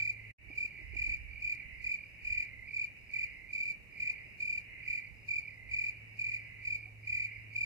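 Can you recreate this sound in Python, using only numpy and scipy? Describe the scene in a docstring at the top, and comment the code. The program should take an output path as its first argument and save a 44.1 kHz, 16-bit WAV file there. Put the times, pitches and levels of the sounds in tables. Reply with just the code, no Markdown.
"""From the start a tree cricket stridulates, scraper over file, to the right of a hand-held phone, in groups of
two and three wing strokes; neighbours answer in loose step and a deeper cricket calls further off, over air
noise and a machine's hum. At 0.3 s the sound drops out briefly. From 0.5 s a faint high cricket chirps evenly,
fingers tap the case, and soft low swells and thuds follow. The hum sinks towards 4 s and grows again; a faint
blip rises near 6.9 s, before a last thud and tap."""
import sys
import numpy as np
from scipy import signal
from scipy.fft import rfft, irfft
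from scipy.io import wavfile
from scipy.ndimage import uniform_filter1d

SR = 44100
rng = np.random.default_rng(int(sys.argv[2]) if len(sys.argv) > 2 else 0)


def to_wav(sig):
    """Store sig (one row per channel, or 1-D mono) as 16-bit WAV at the path in sys.argv[1].

    Samples outside -1..1 are clipped; the rate is SR.
    """
    pcm = np.clip(np.atleast_2d(sig), -1, 1) * 32767
    pcm = np.round(pcm).astype(np.int16)
    wavfile.write(sys.argv[1], SR, pcm.T)  # frames by channels


N = 337365
LEFT_LAG_S = 0.00017  # sound from the right reaches the left microphone port later


def undb(db):
    return 10 ** (np.asarray(db) / 20)


def curve(rows):
    """Linear interpolation of (time [s], value) rows to a value per sample."""
    return np.interp(np.arange(N) / SR, *np.transpose(rows))


def waver(rate_hz):
    """Slow random modulation: held levels, smoothed twice, with a spread near 1."""
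    hold = int(SR / rate_hz)
    steps = np.repeat(rng.standard_normal(N // hold + 1), hold)
    return 1.375 * uniform_filter1d(uniform_filter1d(steps, hold), hold)[:N]


def bouts(rows, rise_s, fall_s, rest_db):
    """Exponential growth and decay about each bout: 20 dB per rise_s and per fall_s, above a floor."""
    t, db = np.arange(N) / SR, np.full(N, float(rest_db))
    for start, length, top_db in rows:
        below_db = 20 * np.maximum((start - t) / rise_s, (t - start - length) / fall_s).clip(0)
        db = np.maximum(db, top_db - below_db)
    return undb(db)


def noise(spectrum, shared, left_db=-1.5):
    """Partly coherent stereo noise of rms 1: the shared fraction of its power arrives later on the left."""
    hz, db = np.transpose(spectrum)
    bins = np.arange(N // 2 + 1) * SR / N
    gain = undb(np.interp(np.log(bins + 1), np.log(hz), db, -100, -100))
    common, left, right = rfft(rng.standard_normal((3, N))) * gain
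    common = common * np.exp(-2j * np.pi * bins * np.array([[LEFT_LAG_S], [0]]))
    mixed = np.sqrt(shared) * common + np.sqrt(1 - shared) * np.array([left, right])
    out = irfft(mixed, N) * undb([[left_db], [0]])
    return out / np.sqrt(np.mean(out ** 2))


def add(out, sound, start_s):
    """Superposition: mix a short sound in at start_s."""
    i = int(start_s * SR)
    a, b = max(i, 0), min(i + sound.shape[-1], N)
    if b > a:
        out[..., a:b] += sound[..., a - i:b - i]


def ambience():
    """Broadband noise: low air, a distant band near 2.3 kHz and a thin hiss add in power."""
    # spectra: (frequency [Hz], relative density [dB])
    air_spectrum = [(18, -35), (30, -14), (59, -9.5), (96, -1), (284, -14.5), (617, -20), (1280, -29.5),
                    (1700, -31), (2210, -69), (3740, -120)]
    far_spectrum = [(880, -45), (1500, -32.5), (1980, -11.5), (2130, -10), (2270, -1.5), (2350, -5),
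                    (2920, -15), (3050, -34), (3200, -60), (4160, -92), (7040, -120)]
    hiss_spectrum = [(2180, -66), (3700, -5.5), (4880, -6), (5400, -7.5), (12000, -11), (14600, -13.5),
                     (15500, -22.5)]
    air = undb(-61 + 0.65 * waver(3.004)) * noise(air_spectrum, shared=0.64)
    far = undb(-53 + 2.35 * waver(5)) * noise(far_spectrum, shared=0.16)
    return air + far + undb(-75.5) * noise(hiss_spectrum, shared=0.092)


def machine_hum(hz=107.9):
    """A motor's periodic vibration radiates one spectral line, wavering in pitch and level."""
    # hum envelope: (time [s], level [dB])
    levels = [(0.0, -55), (0.3, -56), (0.5, -65), (0.96, -60.5), (2.17, -67.5), (2.47, -60.5), (3.5, -69.5),
              (3.98, -75), (4.44, -64.5), (5.12, -61.5), (5.72, -57.5), (7.65, -53.5)]
    phase = 2 * np.pi * np.cumsum(hz + .5 * waver(4)) / SR
    return np.sqrt(2) * undb(curve(levels) + 1.2 * waver(8.9)) * np.sin(phase)


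def low_rumble():
    """Modulated low noise: soft thuds and swells, mostly on the right, several on the near chirps."""
    # thuds and swells: (time [s], duration [s], level [dB])
    swells = [(.86, 0.52, -47), (1.45, .06, -50.5), (1.66, .22, -54.5), (2.27, .06, -45.5),
              (4.89, 0.045, -53.5), (5.08, 0.044, -53), (7.09, .05, -52)]
    # (frequency [Hz], relative density [dB])
    spectrum = [(20, -13), (36, -10.5), (50, -3.5), (65, -2.0), (95, -17.5)]
    rumble = noise(spectrum, shared=0.44, left_db=-12) * undb(1.5 * waver(8))
    return rumble * bouts(swells, rise_s=0.095, fall_s=0.13, rest_db=-60.5)


def finger_taps():
    """Impact excitation: each tap sets off a heavily damped tone and a band of noise in the case."""
    # taps: (time [s], relative level [dB], frequency [Hz])
    taps = [(0.5, -44.5, 293), (0.645, -53, 232), (0.787, -55, 342), (0.814, -52, 322), (0.934, -52, 365),
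            (0.954, -49.5, 284), (1.018, -56, 353), (1.077, -50.5, 315), (1.093, -50.5, 198),
            (1.128, -52, 314), (7.489, -62, 272)]
    out = np.zeros((2, N))
    t = np.arange(SR // 10) / SR
    case_band = signal.butter(3, (350, 850), "band", fs=SR, output="sos")
    envelope = np.minimum(t / 0.0014, 1) * np.exp(-t / 0.0092)
    for start, db, hz in taps:
        knock = np.sin(2 * np.pi * hz * t) + 2.14 * signal.sosfilt(case_band, rng.standard_normal(len(t)))
        add(out, undb(db) * knock * envelope * undb([[-6], [3]]), start)
    return out


def blip(from_hz=700, to_hz=790):
    """A linear frequency sweep, heard as one faint rising blip."""
    out = np.zeros((2, N))
    tone = stroke(.045, from_hz, sag=1 - to_hz / from_hz, cycles=0, lag_s=0, harmonics=[(1, 0, 0)])
    add(out, undb(-65) * tone, start_s=6.855)
    return out


def stroke(length_s, hz, sag, cycles, lag_s, harmonics):
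    """Stridulation: scraper crosses file, and the pitch sinks by the fraction sag as the wings slow."""
    t = np.arange(int((length_s + .001) * SR)) / SR - np.array([[lag_s], [0]])
    progress = np.clip(t / length_s, 0, 1)
    phase = 2 * np.pi * (hz * t * (1 - sag * progress / 2) + cycles)
    swell = np.sin(np.pi * progress ** 0.88).clip(0)
    # overtones need a hard stroke, so they swell more sharply
    return sum(undb(db + np.array([[left_db], [0]])) * swell ** (1 + 0.069 * k) * np.sin(k * phase)
               for k, db, left_db in harmonics)


def chorus(count, hz, spread, sag, period_s, lag_s, scatter_db, octave_db):
    """Incoherent sources: each cricket strokes at its own pitch and rate; the sum has rms 1."""
    out = np.zeros((2, N))
    for detune, offset, side in rng.uniform(-1, 1, (count, 3)):
        own_hz, own_lag_s = hz * (1 + spread * detune), lag_s + .00006 * side
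        for k, (jitter, force, phase) in enumerate(rng.standard_normal((int(N / SR / .01), 3))):
            start = (k + offset + .12 * jitter) * period_s * (1 + .04 * detune)
            if start < N / SR:
                harmonics = [(1, scatter_db * force, -5.5), (2, octave_db, -8)]
                add(out, stroke(0.688 * period_s, own_hz, sag, 10 * phase, own_lag_s, harmonics), start)
    return out / np.sqrt(np.mean(out ** 2))


def high_cricket():
    """Periodic gating of a stroke train gives faint, even chirps."""
    song = chorus(1, hz=5030, spread=.002, sag=0.022, period_s=.017, lag_s=0, scatter_db=0, octave_db=-26.5)
    chirps = [(start, .12, -79.5) for start in np.arange(.5, N / SR, .31)]
    return song * bouts(chirps, rise_s=.02, fall_s=.02, rest_db=-120)


def deep_cricket():
    """Beating: three detuned stroke trains blend into one long, deeper call."""
    # calls: (time [s], duration [s], level [dB])
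    calls = [(-.05, 0.36, -54.5), (.78, 0.29, -53.5), (1.56, 0.31, -52), (2.36, 0.29, -51),
             (3.17, .28, -52), (4.0, 0.23, -52), (4.72, 0.33, -52), (5.52, 0.33, -53), (6.31, .35, -53.5),
             (7.13, .27, -51.5)]
    song = chorus(3, hz=2164, spread=0.018, sag=.11, period_s=.026, lag_s=.0001,
                  scatter_db=1.5, octave_db=-33.5)
    return song * bouts(calls, rise_s=0.16, fall_s=0.17, rest_db=-75)


def neighbours():
    """Loose synchrony: three crickets swell together around each near chirp."""
    # answers: (time [s], duration [s], level [dB])
    answers = [(-.1, 0.38, -53), (.50, 0.31, -49), (.93, .25, -49), (1.30, .31, -47), (1.81, 0.23, -45.5),
               (2.22, 0.24, -47), (2.68, 0.17, -44.5), (3.10, 0.2, -46), (3.50, 0.22, -47),
               (3.95, 0.24, -47), (4.39, 0.2, -52.5), (4.83, 0.25, -46), (5.30, 0.2, -44), (5.69, 0.3, -50),
               (6.17, 0.28, -49), (6.62, 0.24, -46), (7.05, .33, -50), (7.52, .2, -47)]
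    song = chorus(3, hz=2435.7, spread=0.021, sag=0.096, period_s=.025, lag_s=0.000079,
                  scatter_db=3, octave_db=-26)
    return song * bouts(answers, rise_s=0.047, fall_s=.07, rest_db=-64.5)


def reverberation(sound, t60_s=0.19, level_db=-13.5):
    """Diffuse reflections decay exponentially, with a separate tail for each port."""
    t = np.arange(SR // 2) / SR
    tail = rng.standard_normal((2, len(t))) * np.exp(-np.log(1000) * t / t60_s) * (t > .003)
    tail = signal.lfilter([1], [1, -.7], tail)  # soft surfaces absorb the treble
    tail /= np.sqrt(np.sum(tail ** 2, axis=1, keepdims=True))
    return undb(level_db) * signal.fftconvolve(sound, tail, axes=1)[:, :N]


def chirp_hiss(near):
    """Amplitude modulation: a flickering treble hiss follows the envelope of the near chirps."""
    # (frequency [Hz], relative density [dB])
    spectrum = [(3300, -11.5), (4500, 8), (6000, -1), (7100, 2), (8300, -9), (9500, -2.5), (10800, -11.5),
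                (12000, -7), (13300, -12.5), (14400, -8.5), (15600, -12)]
    power = uniform_filter1d(near[1] ** 2, int(0.055 * SR))
    envelope = np.sqrt(uniform_filter1d(power, int(0.0092 * SR)).clip(0))
    swell = undb(-65) * np.tanh(1.95 * envelope / envelope.max())
    return swell * undb(2.5 * waver(300)) * noise(spectrum, shared=0.061)


def near_cricket(wing_hz=2460, sag=0.071, flutter=.2):
    """Stridulation in chirps of 2 + 3 or 2 + 3 + 3 strokes; uneven teeth make the level flutter."""
    # chirps: (time [s], relative level [dB], strokes [count], gain of the opening stroke [dB])
    chirps = [(-.072, -28.5, 8, 2), (.558, -33, 5, -15), (.970, -31, 8, -5.5), (1.426, -31, 5, -3),
              (1.846, -30, 5, -4), (2.253, -31.5, 8, -4.5), (2.745, -31.5, 5, -1), (3.140, -31.5, 5, -0.5),
              (3.533, -30.5, 8, -3), (4.004, -31, 5, 0.5), (4.405, -31.5, 8, -3.5), (4.882, -32.5, 5, -1.5),
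              (5.289, -31, 5, -2), (5.717, -31, 8, -4.5), (6.194, -32, 8, -1), (6.654, -32, 5, -5),
              (7.076, -31, 8, -5), (7.561, -29.5, 5, -2.5)]
    # strokes of one chirp: (time from the chirp [s], duration [s], relative level [dB])
    strokes = [(-.006, .017, 0), (.015, .023, 0), (.044, .020, -1), (.066, .021, 0), (.089, .023, 0),
               (.119, .020, 0), (.142, .020, 0), (.164, .022, 0)]
    # wing harmonics: (harmonic number, relative level [dB], left minus right [dB])
    harmonics = [(1, 6, -1.5), (2, -20.5, -3), (3, -24, -10), (4, -46.5, -2), (5, -53, -3)]
    out = np.zeros((2, N))
    scatter = rng.standard_normal((len(chirps), len(strokes), 4))
    for (start, chirp_db, count, opening_db), variations in zip(chirps, scatter):
        for k, (after, length, stroke_db) in enumerate(strokes[:count]):
            detune, phase, force, jitter = variations[k]
            tone = stroke(length, wing_hz + 12 * detune, sag, 10 * phase, LEFT_LAG_S, harmonics)
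            db = chirp_db + stroke_db + opening_db * (k == 0) + .6 * force
            add(out, undb(db) * tone, start + after + 0.00045 * jitter)
    return out * (1 + flutter * waver(300))


def scene():
    """Superposition of the insects, their reflections, the background, the rumble and the taps."""
    near = near_cricket()
    insects = near + neighbours() + deep_cricket() + high_cricket()
    background = chirp_hiss(near) + ambience() + machine_hum() + blip()
    return insects + reverberation(insects) + background + low_rumble() + finger_taps()


def record(dry, cutoff_hz=15700):
    """Attenuation: the signal drops out for a moment and fades back; a steep low-pass cuts the top."""
    # dropout: (time [s], gain [dB])
    dropout = [(.312, -2), (.318, -15), (.345, -72), (.376, -66), (.386, -13), (.43, -4.5), (.5, -2)]
    low_pass = signal.ellip(10, .2, 60, cutoff_hz, fs=SR, output="sos")
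    return signal.sosfilt(low_pass, dry * undb(curve(dropout)))


dry = scene()
out = record(dry)
to_wav(out)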